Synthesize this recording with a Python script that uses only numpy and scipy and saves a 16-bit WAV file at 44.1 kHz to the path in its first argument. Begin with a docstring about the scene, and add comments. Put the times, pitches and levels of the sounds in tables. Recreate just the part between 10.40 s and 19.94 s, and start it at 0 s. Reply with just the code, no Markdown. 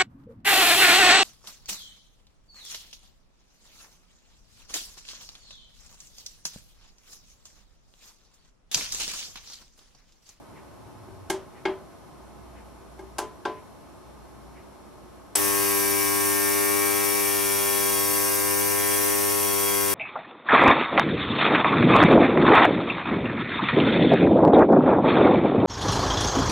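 """A small ultrasonic cleaner with a steel tank runs in a quiet room: a buzz at twice the mains rate under a hiss.
The buzz is a stack of wandering partials, the hiss is noise with peaks and dips, and a short squeal starts both.
Before that a thumb presses and releases two buttons: each snap is a noise crack plus ringing modes of the case.
Behind it lie still air, a swelling hum and rumble, a faint clock and thin electrical whines."""
import sys
import numpy as np
from scipy import signal
from scipy.fft import rfft, irfft
from scipy.io import wavfile
from scipy.ndimage import map_coordinates

SR = 44100
rng = np.random.default_rng(int(sys.argv[2]) if len(sys.argv) > 2 else 0)


def transcribe(u):
    """Save the signal u as a 16-bit wav file named by the first command-line argument.

    u: samples, shape (n,) or (channels, n), limited to [-1, 1]; the rate is SR.
    q: integer samples, one column per channel.
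    """
    v = np.clip(np.atleast_2d(u).T, -1, 1)
    q = np.round(v * 32767).astype(np.int16)
    wavfile.write(sys.argv[1], SR, q)


N = 420713
T = np.arange(N) / SR  # time of each sample, s
HZ = np.fft.rfftfreq(N, 1 / SR)  # frequencies of the whole sound's spectrum

START_S = 4.953  # the cleaner starts
SURGE_HZ = 99.955  # rectified mains drives the transducer: one surge per half cycle

# How the buzz is shared between the ears. Each row: frequency in Hz, left minus right in dB.
BUZZ_BALANCE = [(100, 11.4), (300, 7.5), (400, 3.7), (600, 7), (800, 11.3), (1000, 0.6), (1800, 1.3),
                (2000, 7.4), (2300, 5), (3000, 1.3)]
# How far the buzz is ahead in the left ear. Each row: frequency in Hz, lead in radians.
BUZZ_PHASE = [(100, -3.5), (300, -2.5), (400, -2), (600, -1.5), (700, 1.5), (900, -2), (1100, 1), (8000, 0)]
# Reflections of each knock inside the case. Each row: delay in seconds, level in dB against the knock.
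REFLECTIONS = [(.0024, -5), (.0042, -2.5), (.0058, -1)]


def buzz(wander=0.61, wander_hz=0.84, flutter=0.5, flutter_hz=13, size=2048, count=80):
    """Each surge knocks the tank; the partials wander and flutter, the high ones most."""
    hz = np.arange(1, count + 1) * SURGE_HZ
    turns = T * SURGE_HZ  # surges counted so far
    shape = (2, int(turns[-1]) + 2, count)  # ears, surges, partials
    level = gain_of(partial_db(np.arange(shape[1]) / SURGE_HZ, hz))

    # the bass leaves the tank later than the treble
    knock_s, lag_s = 0.0067, 0.001106
    delay = knock_s + lag_s / (1 + (hz / 1400) ** 4)
    # reflections and random scatter change the phases only
    echoes = sum(gain_of(db) * np.exp(-2j * np.pi * hz * s) for s, db in REFLECTIONS)
    reflected = 1 + echoes / (1 + (hz / 1700) ** 3)
    scatter = 0.35 + (hz / 3400) ** 4
    phase = np.angle(reflected) + scatter * rng.standard_normal(count)
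    phase = phase - 2 * np.pi * SURGE_HZ * np.cumsum(delay)

    # each ear hears some of the other ear's motion
    slow, fast = drift(shape, wander_hz), drift(shape, flutter_hz)
    slow = evened(slow + 0.5 * slow[::-1])
    fast = evened(fast + 0.5 * fast[::-1])
    loose = hz ** 2 / (hz ** 2 + 1600 ** 2)
    motion = 1 + wander * (0.3 + loose) * slow + flutter * hz / 3000 * fast
    # keep each partial's average power while the cleaner runs
    running_power = np.mean(abs(motion[:, int(START_S * SURGE_HZ):]) ** 2, axis=1, keepdims=True)
    motion = motion / np.sqrt(running_power)

    ear_phase = np.outer([0.5, -0.5], read(BUZZ_PHASE, hz))
    heard = ports(read(BUZZ_BALANCE, hz)) * np.exp(1j * ear_phase)
    partials = level * np.exp(1j * phase) * motion * heard[:, None]

    # one wave shape a surge, each blending into the next
    with_zero_hz = np.pad(partials, ((0, 0), (0, 0), (1, 0)))
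    cycles = irfft(with_zero_hz, size) * size / np.sqrt(2)
    place = [turns, turns % 1 * size]
    waves = np.array([map_coordinates(c, place, order=1, mode="grid-wrap") for c in cycles])
    build_s = 0.021  # the tank takes a few surges to ring up
    return (1 - np.exp(-np.maximum(T - START_S, 0) / build_s)) * waves


# Outline of the buzz before the shell shapes it. Each row: frequency in Hz, rms level of a partial in dB.
BUZZ_OUTLINE = [(100, -43), (500, -41.5), (700, -45), (900, -41.5), (1200, -47), (2400, -49.5), (3100, -56),
                (3800, -55.5), (4300, -60), (4500, -51.5), (5200, -61), (5400, -47), (5900, -57.5),
                (6300, -51), (7000, -58.5), (8000, -90)]
# Resonances and hollows of the shell, acting on the nearest partial.
# Each row: frequency in Hz, lift in dB at first, change in dB once settled.
SHELL = [(200, -2.5, 4), (300, 9.5, -2.5), (400, 12, -1), (500, 1, 2), (1000, 1.5, 2), (1100, 8.5, -2.5),
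         (1500, -13, 10), (1600, 7, -2.5), (1700, -7, -3), (1800, 8, -2.5), (2100, 2.5, 2.5),
         (2300, 7.5, -0.5), (3300, 5.5, 6.5)]
# Rise and fall of the buzz's treble. Each row: time in seconds, level in dB (only its distance from the mean counts).
BUZZ_TREBLE = [(5.05, -34.5), (6.54, -33), (8.22, -38), (8.49, -33.5), (8.94, -37), (9.41, -35.5),
               (9.5, -36)]


def partial_db(s, hz, shell_width_hz=17, settle_from_s=6.27, settle_s=1.8):
    """The shell lifts or hollows single partials and shifts once as the tank runs; the treble rises and falls."""
    settled = np.clip((s - settle_from_s) / settle_s, 0, 1)[:, None]
    lift_db = sum((db + settled * change_db) / (1 + (2 * (hz - f) / shell_width_hz) ** 2)
                  for f, db, change_db in SHELL)
    at, treble_db = np.transpose(BUZZ_TREBLE)
    # the partials between about 1240 and 3100 Hz follow the treble level
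    treble = 1 / (1 + (1240 / hz) ** 8) / (1 + (hz / 3100) ** 8)
    treble_change_db = np.interp(s, at, treble_db - treble_db.mean())
    return read(BUZZ_OUTLINE, hz) + lift_db + np.outer(treble_change_db, treble)


# Broad colour of the hiss. Each row: frequency in Hz, relative level in dB per Hz.
HISS = [(60, -31.5), (200, -13), (400, -22), (800, -14), (1100, -14), (1400, -12.5), (2300, -9.5),
        (3200, -11.5), (4200, -14.5), (7200, -7), (9700, 0.5), (12800, -1.5), (14400, -3), (16000, -7)]
# Peaks and dips in the hiss's colour. Each row: frequency in Hz, width in Hz, lift in dB.
HISS_PEAKS = [(1370, 120, 1.5), (2800, 80, 8), (3200, 140, -16), (3980, 200, -1), (4930, 55, 13.5),
              (5250, 62, -6), (5500, 100, 10), (5900, 320, 10.5), (6370, 91, -1), (8400, 140, 6.5),
              (8650, 72, 8.5), (9700, 140, 3.5), (10120, 89, 2), (10740, 110, 5.5), (11770, 300, 2.5),
              (12600, 90, -2.5), (12460, 160, 9.5)]
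# How alike the ears hear the hiss. Each row: frequency in Hz, likeness from -1 to 1.
HISS_SAME = [(60, -.3), (600, -0.65), (1400, -0.17), (3100, 0.49), (6800, 0.46), (15000, 0.22)]
# How the hiss is shared between the ears. Each row: frequency in Hz, left minus right in dB.
HISS_BALANCE = [(100, 5), (1200, 2), (7500, 0), (10000, 2.5), (16000, 1.8)]


def hiss(level_db=-24.5, throb=0.22, swell_db=0.27, swell_hz=3):
    """Fizz of the driven tank: noise coloured by peaks and dips, whose top swells with every surge."""
    lift_db = sum(db / (1 + (2 * (HZ - hz) / width) ** 2) for hz, width, db in HISS_PEAKS)
    lift_db = lift_db + 1.9 * ripple(45)
    colour = gain_of(read(HISS, HZ) + lift_db) * ports(read(HISS_BALANCE, HZ))
    fizz = noise(colour, read(HISS_SAME, HZ), N)
    top = irfft(rfft(fizz) / (1 + (10500 / (HZ + 1)) ** 8), N)
    turns = T * SURGE_HZ
    fizz = fizz + throb * np.cos(2 * np.pi * (turns + 0.19)) * top
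    # the whole hiss also swells a little at random
    swell = evened(drift((int(turns[-1]) + 2, 1), swell_hz).real[:, 0])
    swell = np.interp(turns, np.arange(len(swell)), swell)
    return gain_of(level_db + swell_db * swell) * fizz * running()


def running(rise_s=0.0046):
    """The drive: off, then a quick even rise to fully on."""
    return np.clip((T - START_S) / rise_s, 0, 1)


# Squeal as the oscillator locks on.
# Each row: start in seconds, pitch in Hz, level in dB before the ears share it, length in seconds.
SQUEALS = [(4.955, 10500, -14, 0.0036), (4.9553, 8000, -14, 0.0084)]


def start_up(crack_db=-20, ring_db=-17, ring_t60=0.12, thin_hz=900):
    """Switching on gives a thin crack, and the oscillator squeals at two pitches that ring on faintly."""
    out, t = np.zeros((2, N)), np.arange(SR // 4) / SR
    crack = burst(corner_hz=15000, hold_s=0.0057, fall_s=0.011, room_db=-4.5)
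    thin_crack = signal.lfilter(*signal.butter(1, thin_hz, "high", fs=SR), crack)
    add(out, START_S, gain_of(crack_db) * thin_crack)
    for s, hz, db, length in SQUEALS:
        rise = np.minimum(t / length, 1)
        swell = np.sin(np.pi * rise) + gain_of(ring_db - 60 * t / ring_t60) * rise
        add(out, s, gain_of(db) * swell * np.sin(2 * np.pi * hz * t) * ports(4.3)[:, None])
    return out


# Touches and switch snaps. Each row: start in seconds, force in dB, button (0 timer, 1 power),
# corner in Hz above which the crack is dulled, extra crack level in dB.
SNAPS = [(0.680, -18.5, 0, 1500, -10), (0.899, 1, 0, 11400, -.5), (1.253, 4, 0, 3340, -1.5),
         (2.590, -11.5, 0, 8000, -16), (2.783, -1.5, 1, 12900, 0), (3.052, 0.5, 1, 3980, -2.5)]
# Ringing modes of case and tank. Each row: pitch in Hz, time in seconds to fall by 60 dB,
# level in dB from the timer button, level in dB from the power button (both at a force of 0 dB).
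MODES_OF_CASE = [(268, 0.18, -48, -40), (337, 0.089, -22, -22.5), (383.6, 0.23, -23, -31),
                 (432, 0.31, -48, -34.5), (568, 0.35, -43, -36), (603, 0.42, -41, -41),
                 (714, 0.19, -45, -33), (809, 0.087, -26, -25), (881, 0.12, -27, -27),
                 (1013, 0.36, -42, -29.5), (1110, 0.14, -46, -31), (1370, 0.14, -58, -36),
                 (1570, 0.1, -33, -28.5), (1643, 0.12, -33.5, -36), (2154, 0.11, -30.5, -48),
                 (3240, 0.22, -45, -59), (4800, 0.1, -46, -54)]


def buttons(crack_db=-25.0, rise_cycles=2.3, soft_hz=3000, crest_s=0.008):
    """Each snap cracks and rings the case; low modes take longer to build, and the room returns them once."""
    out, t = np.zeros((2, N)), np.arange(SR // 2) / SR
    echo_s, echo_db, echo_hz = 0.0391, -4.5, 600  # one dull echo
    for s, force_db, button, corner_hz, snap_db in SNAPS:
        ring = 0
        for hz, t60, timer_db, power_db in MODES_OF_CASE:
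            mode_db = power_db if button > 0.5 else timer_db
            softness_db = min(force_db, 0) * hz / soft_hz  # a soft touch hardly reaches the high modes
            fade = gain_of(mode_db + softness_db - 60 * t / t60)
            build = 1 - np.exp(-t * hz / rise_cycles)
            ring = ring + fade * build * np.sin(2 * np.pi * hz * (t - crest_s))
        ring = gain_of(force_db) * ring * ports(1.7)[:, None]
        add(out, s, ring)
        echo = signal.lfilter(*signal.butter(2, echo_hz, fs=SR), ring)
        add(out, s + echo_s, gain_of(echo_db) * echo)
        crack = burst(corner_hz, hold_s=0.0061, fall_s=0.0064, room_db=-5.5)
        add(out, s, gain_of(force_db + crack_db + snap_db) * crack)
    return out


# Colour of a crack. Each row: frequency in Hz, relative level in dB per Hz.
CRACK = [(100, -11), (300, 0), (850, -0.5), (1300, -4.5), (2500, -8), (3200, -6), (4000, -10), (5700, -6.5),
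         (10000, -6), (12500, -10.5), (16000, -21)]
# How long the room rings. Each row: frequency in Hz, time in seconds to fall by 60 dB.
ROOM_T60 = [(200, 0.51), (1000, 0.43), (3000, 0.27), (6000, 0.22), (14000, 0.14)]


def burst(corner_hz, hold_s, fall_s, room_db, size=22050):
    """A crack: a few milliseconds of dense rattle, then the room's tail, whose treble dies first."""
    t, hz = np.arange(size) / SR, np.fft.rfftfreq(size, 1 / SR)
    colour = gain_of(read(CRACK, hz))
    dulled = colour / np.sqrt(1 + (hz / corner_hz) ** 6)
    same = 0.98 / (1 + (hz / 6000) ** 3)  # the bass is nearly alike in both ears
    near = noise(dulled, same, size) * np.exp(-np.maximum(t - hold_s, 0) / fall_s)
    # fade each frequency of the tail at its own speed
    f, at, z = signal.stft(noise(dulled, 0.98 * same, size), SR, nperseg=256)
    fade = gain_of(-60 * at / read(ROOM_T60, f)[:, None])
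    tail = signal.istft(z * fade, SR, nperseg=256)[1][:, :size]
    sound = near * np.minimum(t / 0.00085, 1) + gain_of(room_db) * tail * np.minimum(t / 0.018, 1)
    # a duller crack is also weaker
    return sound * np.linalg.norm(dulled) / np.linalg.norm(colour)


# Colour of the still air. Each row: frequency in Hz, relative level in dB per Hz.
FLOOR = [(20, -40), (36, -23), (70, -7), (240, -8), (370, -6), (500, -12), (800, -12), (1150, -15),
         (1450, -22), (1900, -27), (3200, -31), (7600, -36), (11800, -32.5), (12600, -43), (16000, -53)]
# How alike the ears hear the air. Each row: frequency in Hz, likeness from -1 to 1.
FLOOR_SAME = [(60, 0.39), (130, -0.3), (290, -0.33), (640, 0.5), (1400, 0.56), (3100, 0.14), (7000, -0.093),
              (15000, -0.55)]
# Swells of the deep hum. Each row: time of the crest in seconds, half length in seconds, level in dB.
HUM_SWELLS = [(.75, .25, -62), (2.15, 0.35, -55), (2.65, .27, -53.5), (3.95, 0.41, -54), (4.85, .6, -61)]
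# The one swell of the low rumble. Each row: time of the crest in seconds, half length in seconds, level in dB.
RUMBLE_SWELLS = [(0.697, 0.34, -50.5)]


def room_tone(air_db=-47.5, hum_hz=60, hum_rest_db=-67, rumble_rest_db=-66):
    """Still air, a deep hum, a low rumble and the blurred tick of a far clock, mostly shaped noise."""
    air_colour = gain_of(read(FLOOR, HZ) + 2 * ripple(30))
    air = gain_of(air_db) * noise(air_colour, read(FLOOR_SAME, HZ), N)
    hum_noise = hump(hz=hum_hz, width_hz=4.2, same=0.55)
    hum = evened(np.sin(2 * np.pi * hum_hz * T) + 0.35 * hum_noise)
    rumble = hump(hz=103, width_hz=14, same=0.6)
    low = swelling(hum_rest_db, HUM_SWELLS) * hum + swelling(rumble_rest_db, RUMBLE_SWELLS) * rumble
    # the clock ticks softly and evenly
    first_tick_s, tick_every_s, tick_db, tick_s = 0.18, 1.0, -57, 0.026
    tick_times = np.arange(first_tick_s, N / SR, tick_every_s)
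    ticking = sum(gain_of(tick_db) / (1 + ((T - at) / tick_s) ** 2) for at in tick_times)
    return air + low + ticking * hump(hz=2060, width_hz=600, same=0.59)


def swelling(rest_db, swells):
    """A resting level with bell-shaped swells on top; their powers add."""
    power = gain_of(rest_db) ** 2
    for s, half_s, db in swells:
        power = power + (gain_of(db) * np.exp(-((T - s) / half_s) ** 2)) ** 2
    return np.sqrt(power)


# The clearest thin electrical whines. Each row: pitch in Hz, rms level in dB.
WHINES = [(4199, -79), (5399, -81), (5722, -80), (9152, -80), (11332, -81)]


def whines(faint_db=-87, slope_db=1, count=50):
    """Steady pure tones: a few clear electrical whines among fainter ones that weaken by the kilohertz."""
    hz, spread_db = rng.uniform(3000, 15000, count), 3 * rng.standard_normal(count)
    faint = list(zip(hz, faint_db + spread_db - slope_db * (hz - 3000) / 1000))
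    spectrum = np.zeros((2, len(HZ)), complex)
    for f, db in list(WHINES) + faint:
        turn = rng.random() + rng.random(2) / 4  # at most a quarter turn between the ears
        spectrum[:, round(f * N / SR)] = gain_of(db) * np.exp(2j * np.pi * turn)
    return irfft(spectrum, N) * N / np.sqrt(2)


def gain_of(db):
    """Decibels to amplitude."""
    return 10 ** (np.asarray(db) / 20)


def evened(x):
    """Scales to an rms of one."""
    return x / np.sqrt(np.mean(abs(x) ** 2) + 1e-20)


def read(points, hz):
    """Joins a table's points on a log-frequency axis."""
    f, value = np.transpose(points)
    return np.interp(np.log(hz + 1), np.log(f + 1), value)


def add(mix, s, sound):
    """Lays a sound into the stereo mix at a time in seconds."""
    part = mix[:, round(s * SR):][:, :sound.shape[-1]]
    part += sound[..., :part.shape[1]]


def ports(balance_db):
    """Left and right gains of constant total power."""
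    pair = gain_of(np.array([balance_db, -balance_db]) / 2)
    return pair / np.sqrt(np.mean(pair ** 2, axis=0))


def noise(gain, same, size):
    """Stereo noise of rms one with a given spectrum and left-right likeness."""
    a, b = rfft(rng.standard_normal((2, size)))
    same = np.clip(same, -1, 1)
    right = same * a + np.sqrt(1 - same ** 2) * b
    return evened(irfft(gain * np.array([a, right]), size))


def hump(hz, width_hz, same):
    """Noise gathered around one frequency."""
    return noise(1 / (1 + ((HZ - hz) / width_hz) ** 2), same, N)


def ripple(size_hz):
    """A random fine curve over frequency, like the many small modes of a shell or a room."""
    knots = np.arange(0, SR / 2, size_hz)
    return np.interp(HZ, knots, rng.standard_normal(len(knots)))


def drift(shape, rate_hz):
    """Complex random motion, mostly slower than a rate; the last axis but one counts surges."""
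    z = rng.standard_normal(shape) + 1j * rng.standard_normal(shape)
    f = np.fft.fftfreq(shape[-2], 1 / SURGE_HZ)[:, None]
    return evened(np.fft.ifft(z / (1 + (f / rate_hz) ** 2), axis=-2))


def scene():
    """The running cleaner, its start and its buttons, over the room."""
    return buzz() + hiss() + start_up() + buttons() + room_tone() + whines()


def record(dry, edge_hz=15770):
    """The recorder's band limit: a steep filter removes everything above the edge."""
    low_pass = signal.firwin(1023, edge_hz, window=("kaiser", 9), fs=SR)
    return signal.oaconvolve(dry, low_pass[None], "same")


dry = scene()
out = record(dry)
transcribe(out)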